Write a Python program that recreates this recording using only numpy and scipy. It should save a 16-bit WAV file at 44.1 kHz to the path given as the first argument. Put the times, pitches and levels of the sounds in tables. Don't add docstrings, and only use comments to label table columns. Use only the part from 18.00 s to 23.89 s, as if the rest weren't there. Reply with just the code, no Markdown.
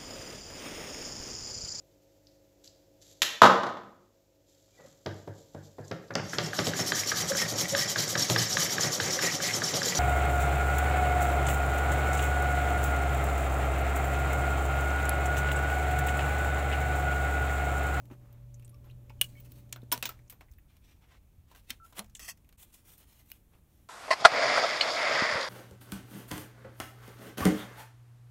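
import sys
import numpy as np
from scipy import signal
from scipy.io import wavfile
from scipy.ndimage import uniform_filter1d

SR = 44100
rng = np.random.default_rng(int(sys.argv[2]) if len(sys.argv) > 2 else 0)


def natural_amplitude(level_db):
    exponent = np.asarray(level_db, float) / 20
    return 10 ** exponent


def inscribe(sig):
    pcm = np.round(np.clip(np.atleast_2d(sig).T, -1, 1) * 32767)
    wavfile.write(sys.argv[1], SR, pcm.astype(np.int16))


N = 259656

# (lowest [Hz], highest [Hz])
PARTS_HZ = [(300, 1500), (1500, 6000), (6000, 16000)]
CHIP_STEADY, PIECE_STEADY = 0.35, 0.85


def unit(x):
    return x / np.sqrt(np.mean(x ** 2) + 1e-30)


def band(x, lo_hz, hi_hz, order=2):
    return signal.sosfilt(signal.butter(order, [lo_hz, hi_hz], "bandpass", fs=SR, output="sos"), x)


def add(out, s, piece):
    i = int(s * SR)
    out[i:i + len(piece)] += piece[:N - i]


def curve(rows):
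    time_s, level_db = np.transpose(rows)
    return np.interp(np.arange(N) / SR, time_s, level_db, left=-120., right=-120.)


def walk(rate_hz):
    hold = int(SR / rate_hz)
    steps = np.repeat(rng.standard_normal(N // hold + 1), hold)
    return unit(uniform_filter1d(uniform_filter1d(steps, hold), hold)[:N])


def fade(t60, rise=0.0007):
    t = np.arange(SR // 4) / SR
    return t, (1 - np.exp(-t / rise)) * np.exp(-np.log(1000) * t / max(t60, 0.003))


def ring(hz, t60, rise=0.00022):
    t, gain = fade(t60, rise)
    return gain * np.sin(2 * np.pi * hz * t)


def rough_ring(hz, share, t60, steady=CHIP_STEADY, rise=0.0007):
    half = 1 + np.clip(share, 0.005, 0.8) / 2
    noise = band(rng.standard_normal(SR // 2), hz / half, min(hz * half, 20000))
    rough = unit(noise[SR // 4:])
    return np.sqrt(1 - steady ** 2) * rough * fade(t60, rise)[1] + steady * 1.4 * ring(hz, t60, rise)


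def crack(db, low_db, high_db, t60, top_db=0.0):
    parts_hz = [*PARTS_HZ, (11000, 20000)]
    levels_db = (db + low_db, db, db + high_db, db + high_db + top_db)
    spike = natural_amplitude(1.5) * fade(0.005, 0.0001)[1]
    out = 0
    for hz, level_db, longer in zip(parts_hz, levels_db, (1.35, 0.98, 0.39, 0.6)):
        noise = unit(band(rng.standard_normal(SR // 4), *hz))
        out = out + natural_amplitude(level_db) * noise * (fade(t60 * longer, 0.0002)[1] + spike)
    return out


def small_contact(s, db, hz, click_db, t60, share, out):
    click = crack(db + click_db - 13.0, -7.0, -0.76, 0.97 * t60)
    add(out, s, natural_amplitude(db - 15) * rough_ring(hz, share, t60) + click)


def hum():
    # (time [s], level [dB])
    hum_level = [
        (0.0, -52.5),
        (0.66, -52.5),
        (1.85, -52.5),
        (2.05, -56),
        (2.24, -57.5),
        (2.36, -72),
        (2.51, -70),
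        (2.7, -79.5),
    ]
    hum_hz, fan_hz, fan_db = 120.4, 578, -22
    t = np.arange(N) / SR
    tone = natural_amplitude(1.2 * walk(14)) * np.sin(2 * np.pi * hum_hz * t + 0.55 * walk(12))
    fan_phase = 2 * np.pi * np.cumsum(fan_hz + 1.2 * walk(6.1)) / SR
    fan = natural_amplitude(fan_db + 1.4 * walk(36)) * np.sin(fan_phase)
    return natural_amplitude(curve(hum_level)) * np.sqrt(2) * (tone + fan)


def air():
    # (pitch [Hz], level [dB])
    air_colour = [(100, -12.5), (264, -16.5), (439, -28), (578, -28.5), (1660, -37.5), (2700, -36.5),
                  (2940, -39.5), (15600, -43)]
    # (time [s], level [dB])
    roar = [
        (0, 11.5),
        (0.4, 4.5),
        (1.5, 9),
        (2.1, 5),
        (2.6, 0),
        (3.3, -0.5),
        (4.4, 1),
        (5.89, 1.5),
    ]
    hz_at, db_at = np.transpose(air_colour)
    out, lift, swell = 0, curve(roar), walk(1.4)
    for hz in 140 * 2 ** np.arange(0, 7.1, .5):
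        share = np.clip(np.log2(2500 / hz) / 2.0, 0.3, 1)
        db = np.interp(np.log(hz), np.log(hz_at), db_at)
        db = db + share * (lift + 0.25 * swell) + 0.8 * walk(3.28)
        noise = unit(band(rng.standard_normal(N), hz / 2 ** 0.16, min(hz * 2 ** 0.29, 20000)))
        out = out + natural_amplitude(db) * np.sqrt(hz) * noise
    return natural_amplitude(-67) * unit(out)


def rumble():
    # (time [s], level [dB])
    breeze = [(0.0, -60.5), (0.49, -55), (1.5, -55.5), (2.43, -60.5), (2.85, -61), (3.3, -60.5), (3.4, -59),
              (3.67, -62), (3.79, -57.5), (3.87, -62.5), (4.1, -59), (4.56, -63.5), (5.0, -64), (5.49, -64),
              (5.57, -63), (5.66, -65.5), (5.89, -63)]
    strongest_hz = 60.0
    out = 0
    for hz in (12, 18, 24, 46, 56, 72, 95, 122):
        noise = unit(band(rng.standard_normal(N), hz / 1.4, hz * 1.21))
        out = out + natural_amplitude(-7.0 * abs(np.log2(hz / strongest_hz))) * noise
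    return natural_amplitude(curve(breeze)) * unit(out)


def nibbles():
    # (time [s], peak [dB], ring pitch [Hz], bare click [dB], decay [s])
    bites = [(0.055, -57, 14800, 2, 0.04), (0.327, -49, 14300, -7.5, 0.043),
             (0.5414, -40.5, 6743, -20, 0.049), (0.5968, -54.5, 2520, 0.5, 0.034),
             (0.6238, -53.5, 2466, -6, 0.081), (0.647, -40.5, 8200, -16, 0.05),
             (0.679, -57.5, 2540, 6.5, 0.018), (0.6936, -41.5, 10300, -17, 0.034),
             (0.7442, -50, 2500, -8.5, 0.032), (0.8985, -44.5, 2800, -18, 0.063),
             (0.9096, -46, 3890, -14, 0.033), (1.0958, -40, 2500, -15, 0.066),
             (1.119, -62, 2440, -14, 0.035), (1.352, -49, 1900, -20, 0.051), (1.402, -52, 2780, -21, 0.044),
             (1.693, -58, 6500, -1, 0.044), (1.8181, -48.5, 3740, -11, 0.05),
             (1.8344, -48.5, 1640, -7, 0.026)]
    out = np.zeros(N)
    for s, db, hz, click_db, t60 in bites:
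        small_contact(s, db, hz, click_db, t60, 0.23, out)
    return out


def contact(s, length, swell, end_db, roundness):
    away = np.arange(N) / SR - s
    away = np.where(away < 0, -away / (swell * length), away / ((1 - swell) * length))
    gain = natural_amplitude(end_db * np.minimum(away, 1) ** roundness) * np.clip(3 * (1 - away), 0, 1)
    return uniform_filter1d(gain, SR // 100)


def rubs():
    # (share of length that swells, level at the ends [dB], share of that fall in the highs, roundness)
    strokes, stroke_shape = [(0.125, 0.067, -74.5, 15.5, 1), (0.3, 0.34, -90.5, 17.5, -15),
                             (0.87, 0.12, -77.5, 7, -20), (1.38, 0.065, -90, -16, -22),
                             (2.7, 0.061, -73.5, -6, -16.5), (2.75, 0.082, -76, -4, -17),
                             (2.87, 0.15, -70, -6.5, -9), (2.94, 0.09, -76, -3.5, -12),
                             (3.04, 0.1, -71.5, 2.5, -13.5), (3.125, 0.13, -68.5, -1, -17.5),
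                             (3.505, 0.097, -72.5, 0, -4), (3.87, 0.12, -75.5, 5, 9),
                             (3.93, 0.014, -66, 7, -2.5), (3.96, 0.042, -69, 5, 2),
                             (4.605, 0.083, -71.5, -1.5, 11), (4.68, 0.1, -94, -1, 8),
                             (4.745, 0.062, -74.5, -2.5, 10.5), (4.78, 0.057, -77, -6, 3),
                             (4.895, 0.12, -68.5, -1.5, 6), (5.015, 0.088, -73, 2.5, 3),
                             (5.13, 0.15, -77, -2, 5), (5.205, 0.078, -75.5, -2.5, 4),
                             (5.29, 0.1, -79, -3, 9.5), (5.365, 0.11, -77, -2.5, 6.5),
                             (5.548, 0.11, -77.5, 6.5, -2), (5.762, 0.29, -81.5, -2.5, 3.5)], (0.4, -14, 0.9, 1.7)
    brushes = [
        (3.7, 0.037, -51.5, -6.5, -5),
        (3.99, 0.04, -42, 0.5, -2),
    ]
    brush_shape = (0.98, -27.5, 0.9, 0.55)
    slides = [
        (1.24, 0.074, -57.5, -7.5, 9),
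        (1.935, 0.13, -51.5, -4.5, 1),
        (2.1, 0.14, -56, 6, -5),
        (3.551, 0.18, -62, -0.5, -0.5),
        (3.72, 0.1, -53, -5, -7),
        (4.0, 0.033, -46, 8, -9.5),
        (4.022, 0.11, -66, 7.5, 0),
        (4.152, 0.049, -57, -16, 1),
        (4.978, 0.05, -82, -2.5, 19),
    ]
    slide_shape = (0.02, -34, 0.84, 0.68)
    rests = [
        (1.3, 0.41, -74.5, -4, 2.2),
        (4.6, 0.84, -82.5, -2, 5.3),
    ]
    rest_shape = (0.03, -3.0, 0.9, 1.01)
    hollow_db = 2.2

    hiss = rng.standard_normal(N)
    grain = natural_amplitude(0.77 * rng.exponential(size=N) + 2.0 * walk(45) + 1.6 * walk(160))
    edges = 1500 * 2 ** np.arange(0, 3.6, .125)
    strips = []
    for lo, hi in zip(edges, edges[1:]):
        strip = unit(band(np.roll(hiss, int(lo)) * grain, lo, hi))
        strips.append(strip * natural_amplitude(hollow_db * walk(9.8)) * (hi - lo) ** 0.25)
    strips = np.array(strips)
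    body = natural_amplitude(-7.0 * np.log2(edges[:-1] / 2500) ** 2)
    sheen = 1 / (1 + (5500 / edges[:-1]) ** 2.9)
    low = unit(band(hiss * grain, *PARTS_HZ[0]))
    mid, high = unit(body @ strips), unit(sheen @ strips)

    out = 0
    kinds = ((strokes, stroke_shape), (brushes, brush_shape), (slides, slide_shape), (rests, rest_shape))
    for rows, (swell, end_db, high_share, roundness) in kinds:
        for s, length, db, low_db, high_db in rows:
            gain = contact(s, length, swell, end_db, roundness)
            high_gain = contact(s, length, swell, high_share * end_db, roundness)
            out = out + natural_amplitude(db) * gain * (mid + natural_amplitude(low_db) * low)
            out = out + natural_amplitude(db + high_db) * high_gain * high
    return out


def ticks():
    # (time [s], peak at 1.5-6 kHz [dB], ring pitch [Hz], low part [dB], decay [s])
    knocks = [(0.102, -75, 1300, 24, 0.037), (0.1126, -61.5, 800, 13.5, 0.056), (0.843, -66, 1040, 2, 0.14),
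              (1.1027, -60.5, 933, 14, 0.034), (1.4, -59, 14500, -22, 0.047),
              (1.5196, -53, 14900, -30, 0.029), (1.727, -33.5, 6120, -8, 0.038),
              (1.7602, -53.5, 1394, 9, 0.07), (1.9772, -35, 928, 0, 0.01),
              (2.2978, -48.5, 13100, -14.5, 0.14), (2.3243, -58, 14500, 6.5, 0.082),
              (2.4082, -55, 836, 5, 0.1), (3.5143, -58, 1020, 2.5, 0.16), (3.549, -53, 1630, 2, 0.055),
              (3.5601, -51, 9100, -5, 0.025), (3.697, -43, 3460, -6.5, 0.047),
              (3.7042, -28.5, 5640, -38, 0.032), (3.9251, -56, 1010, -1, 0.11),
              (3.9923, -29, 9750, -5, 0.025), (4.1942, -42.5, 5520, -10, 0.09),
              (5.301, -54, 13500, -14, 0.047), (5.3167, -39.5, 11400, -11.5, 0.012)]
    out = np.zeros(N)
    for s, db, hz, low_db, t60 in knocks:
        high_db = -5 + 7.5 * max(hz / 15000 - 0.6, 0) / 0.3
        ring_db = db + (high_db if hz > 6000 else low_db if hz < 1500 else 0)
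        steady = 0.75 if hz < 1500 else CHIP_STEADY
        knock = natural_amplitude(-7.5) * crack(db, low_db, high_db, t60)
        add(out, s, knock + natural_amplitude(ring_db - 6.5) * rough_ring(hz, 0.11, 0.87 * t60, steady))
    return out


def plain_rings(rows, share, steady):
    out = np.zeros(N)
    for s, db, hz, t60 in rows:
        add(out, s, natural_amplitude(db) * rough_ring(hz, share * min(4360 / hz, 1), t60, steady))
    return out


def thuds():
    # (time [s], peak [dB], pitch [Hz], decay [s])
    answers = [(0.11, -44, 295, 0.097), (0.85, -70, 12400, 0.089), (1.214, -43.5, 1190, 0.032),
               (1.727, -31, 3420, 0.012), (1.7268, -22.5, 7450, 0.0061), (1.761, -38, 3920, 0.009),
               (1.775, -58, 1510, 0.04), (1.831, -45.5, 254, 0.062), (1.9253, -48, 513, 0.049),
               (2.03, -54, 226, 0.31), (2.278, -62, 6250, 0.026), (2.299, -59, 3920, 0.044),
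               (2.3, -48.5, 9500, 0.031), (2.409, -52.5, 2290, 0.043), (2.412, -56, 990, 0.054),
               (2.584, -60.5, 2174, 0.036), (3.04, -65, 2580, 0.046), (3.56, -65, 2000, 0.024),
               (3.705, -38, 2065, 0.043), (3.705, -31, 3530, 0.025), (4.0, -49, 598, 0.13),
               (4.151, -42.5, 3000, 0.034), (4.201, -61, 269, 0.2), (5.3164, -29, 15200, 0.0071),
               (5.535, -60.5, 620, 0.049), (5.536, -67.5, 2600, 0.069)]
    return plain_rings(answers, 0.49, CHIP_STEADY)


def bumps():
    # (time [s], peak [dB], pitch [Hz], decay by 60 dB [s])
    thumps = [(0.119, -49, 110, 0.065), (1.928, -39.5, 256, 0.092), (1.979, -17, 142, 0.0093),
              (2.507, -40.5, 60, 0.1), (2.568, -42, 67.7, 0.089), (3.38, -41, 77.7, 0.08),
              (3.707, -41.5, 250, 0.05), (3.988, -39.5, 196, 0.1), (4.008, -51.5, 211.4, 0.22),
              (4.199, -56, 48.4, 0.056), (5.55, -46, 53.8, 0.061)]
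    out = np.zeros(N)
    for s, db, hz, t60 in thumps:
        add(out, s, natural_amplitude(db + 5) * ring(hz, t60, rise=0.0091))
    return out


def squeaks():
    # (time [s], length [s], pitch [Hz], level [dB])
    notes_sung = [
        (0.729, 0.033, 1150, -74),
        (1.352, 0.045, 2230, -69),
        (1.103, 0.014, 860, -60),
        (1.4, 0.013, 15000, -62),
        (1.372, 0.035, 3100, -75.5),
        (3.8, 0.061, 1340, -61),
        (3.98, 0.027, 10000, -56),
        (3.987, 0.016, 4100, -53),
    ]
    t, out = np.arange(N) / SR, 0
    waver, flutter = 1 + 0.012 * walk(90), natural_amplitude(2.5 * walk(200))
    for s, length, hz, db in notes_sung:
        hold = np.clip((t - s) / 0.0018, 0, 1) * np.clip((s + length - t) / 0.0063, 0, 1)
        out = out + natural_amplitude(db + 6.5) * hold * flutter * np.sin(2 * np.pi * hz * np.cumsum(waver) / SR)
    return out


def pings():
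    # (time [s], peak [dB], pitch [Hz], decay [s])
    chips = [(0.742, -67, 5430, 0.046), (1.097, -61, 4990, 0.041), (1.191, -65, 2960, 0.063),
             (1.7605, -56, 14700, 0.05), (2.326, -51.5, 2460, 0.015), (2.515, -63, 15350, 0.044),
             (2.583, -60.5, 14900, 0.038), (3.995, -40.5, 4180, 0.024), (4.283, -38.5, 1940, 0.058),
             (4.283, -48, 688, 0.045), (5.317, -53, 2900, 0.058)]
    return plain_rings(chips, 0.19, PIECE_STEADY)


def snaps():
    # (time [s], peak [dB], low part [dB], high part [dB], crack decay [s])
    breaks = [
        (1.2128, -24, -11.5, -8, 0.042),
        (1.917, -24, -3, -10, 0.11),
        (1.924, -29.5, -8.5, 4.5, 0.11),
        (2.0262, -26, -7.5, -5.5, 0.097),
        (2.0549, -26, -12.5, -12.5, 0.092),
        (2.0909, -37.5, -4, -1, 0.097),
    ]
    # (pitch [Hz], level [dB], decay by 60 dB [s])
    pieces = [
        [(2906, -16, 0.026), (3390, -23.5, 0.031), (2900, -36, 0.064), (9230, -25, 0.026),
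         (12030, -15.5, 0.003), (14060, -38, 0.033), (4730, -31, 0.0087), (5870, -28.5, 0.008)],
        [(9470, -27.5, 0.05), (2880, -28, 0.015), (1900, -30, 0.02)],
        [(964, -31, 0.06), (1435, -37, 0.074), (5335, -29.5, 0.039), (6000, -32, 0.04), (14540, -24, 0.045),
         (14900, -33.5, 0.046), (13750, -32.5, 0.018), (2500, -35.5, 0.032), (3300, -31.5, 0.026)],
        [(2680, -30.5, 0.016), (6930, -34, 0.0059), (3460, -47, 0.027)],
        [(15250, -30.5, 0.012), (15220, -44, 0.085), (6500, -28.5, 0.018), (3470, -32, 0.013),
         (1640, -45, 0.036), (930, -44, 0.056)],
        [(14500, -28, 0.0061), (14650, -52, 0.13), (2466, -43, 0.022), (1300, -45, 0.073)],
    ]
    out = np.zeros(N)
    ends = [row[0] for row in breaks[1:]] + [N / SR]
    for k, ((s, db, low_db, high_db, t60), modes, end) in enumerate(zip(breaks, pieces, ends)):
        top_db = (-11 if k else 8.5) - high_db
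        add(out, s, natural_amplitude(-8.5) * crack(db, low_db, high_db, t60, top_db))
        shake = 0.24 * rng.standard_normal(SR // 50) * fade(0.011)[1][:SR // 50]
        shake[0] = 1
        shake = shake / np.sqrt(np.sum(shake ** 2))
        body = sum(natural_amplitude(d) * rough_ring(hz, 0.04, t, PIECE_STEADY, rise=0.0003) for hz, d, t in modes)
        body = body * np.clip((end - s - np.arange(len(body)) / SR) / 0.001, 0.12, 1)
        add(out, s + 0.0003, signal.fftconvolve(body, shake))
    return out


def clicks():
    # (time [s], peak [dB], brightness [Hz])
    releases = [(1.2135, -12, 12000), (1.2165, -20, 4980), (1.7265, -24, 6030), (1.9243, -12.5, 8970),
                (1.926, -22, 9100), (1.9283, -20.5, 6980), (1.933, -24, 9000), (1.9775, -30.5, 9000),
                (2.0263, -26, 6000), (2.0271, -25, 5000), (2.0546, -23.5, 5980), (2.0585, -37, 4000),
                (3.7047, -18.5, 11950), (3.7079, -26, 4970), (3.9932, -21, 8000), (4.0003, -31, 1200),
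                (4.1525, -42, 5000), (4.2895, -32, 6980), (5.3144, -46, 9030)]
    out = np.zeros(N)
    for s, db, hz in releases:
        pulse = band(np.eye(1, 200)[0], hz / 3, min(hz * 1.6, 20000), order=1)
        add(out, s, natural_amplitude(db) * pulse / np.max(abs(pulse)))
    return out


def crumbs():
    # (time [s], peak [dB], ring pitch [Hz], bare click [dB])
    taps = [(2.1906, -48, 1880, -13), (2.4837, -50, 1980, -24.5), (2.5135, -51.5, 6000, -13),
            (2.523, -66, 9000, 4), (2.536, -65, 2510, 7), (2.7674, -57, 2800, 1), (4.0443, -49.5, 2160, -3),
            (4.0604, -54, 5600, -9), (4.0973, -53.5, 5640, -4.5), (4.1495, -28.5, 7550, -27),
            (4.166, -35, 6820, -16), (4.374, -58, 6100, 1), (4.4454, -55.5, 2270, -9),
            (4.4903, -53, 2180, 1.5), (4.526, -54, 2260, 0.5), (4.979, -43.5, 13600, -15),
            (5.128, -54, 14300, -8)]
    out = np.zeros(N)
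    for s, db, hz, click_db in taps:
        small_contact(s, db, hz, click_db, 0.05, 0.42, out)
    return out


def drag():
    # (time [s], level [dB])
    effort = [
        (4.196, -49),
        (4.206, -52),
        (4.233, -50.5),
        (4.277, -49.5),
        (4.281, -42.5),
        (4.29, -37.5),
        (4.305, -44.5),
        (4.319, -53.5),
        (4.335, -82),
    ]
    # (pitch [Hz], width [Hz], level [dB])
    plank_modes = [(1230, 200, -7), (1940, 260, -2), (2690, 240, -2), (3200, 260, -4.5), (4580, 110, -2.5),
                   (5190, 263, 1.5), (5800, 180, 0), (6320, 180, -1), (7090, 220, -8), (7760, 380, -3),
                   (9180, 210, -8), (9780, 250, -7), (11800, 1200, -8.5), (14270, 3400, -11.5)]
    slip_hz, roughness = 652, 0.33

    def plank(x):
        return sum(natural_amplitude(d) * band(x, hz - w / 2, hz + w / 2, order=1) * np.sqrt(500 / w) for hz, w, d in plank_modes)

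    jitter, grit = walk(400), rng.standard_normal(N)
    phase = np.cumsum(slip_hz * (1 + 0.15 * roughness * jitter)) / SR
    slips = np.diff(np.floor(phase), prepend=0) * np.sqrt(SR / slip_hz) * natural_amplitude(1.2 * jitter)
    scrape = 3.06 * roughness * grit * natural_amplitude(3.2 * walk(250))
    push = uniform_filter1d(natural_amplitude(curve(effort)), SR // 300) * (slips + scrape)
    return natural_amplitude(-5.0) * plank(push) / np.std(plank(grit))


def shelter(x):
    t60_s, level_db = 0.084, -18
    echo = 0
    for hz, longer in zip(PARTS_HZ, (1.3, 1.0, 0.75)):
        echo = echo + band(rng.standard_normal(SR // 4), *hz) * fade(t60_s * longer, 0.012)[1]
    return natural_amplitude(level_db) * signal.fftconvolve(x, echo / np.sqrt(np.sum(echo ** 2)))[:N]


def scene():
    sharp = nibbles() + ticks() + thuds() + squeaks() + pings() + snaps() + clicks() + crumbs() + drag()
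    dip = 1 - 0.9 * np.clip(1 - abs(np.arange(N) / SR - 4.569) / 0.012, 0, 1)
    background = dip * (rumble() + air())
    return (sharp + shelter(sharp) + rubs() + bumps() + hum() + background)[None, :]


def top_cut(x):
    return signal.sosfilt(signal.butter(12, 16640, fs=SR, output="sos"), x)


def record(dry):
    # (pitch [Hz], width [Hz], level [dB])
    mic_peaks = [(2800, 1500, 0.5), (4820, 920, -4), (10270, 310, -5.5), (13100, 4600, 4.5)]
    for hz, width, db in mic_peaks:
        dry = dry + (natural_amplitude(db) - 1) * band(dry, hz - width / 2, hz + width / 2, order=1)
    mix = signal.sosfilt(signal.ellip(8, .2, 60, 15650, fs=SR, output="sos"), dry)
    return top_cut(mix)


dry = scene()
out = record(dry)
inscribe(out)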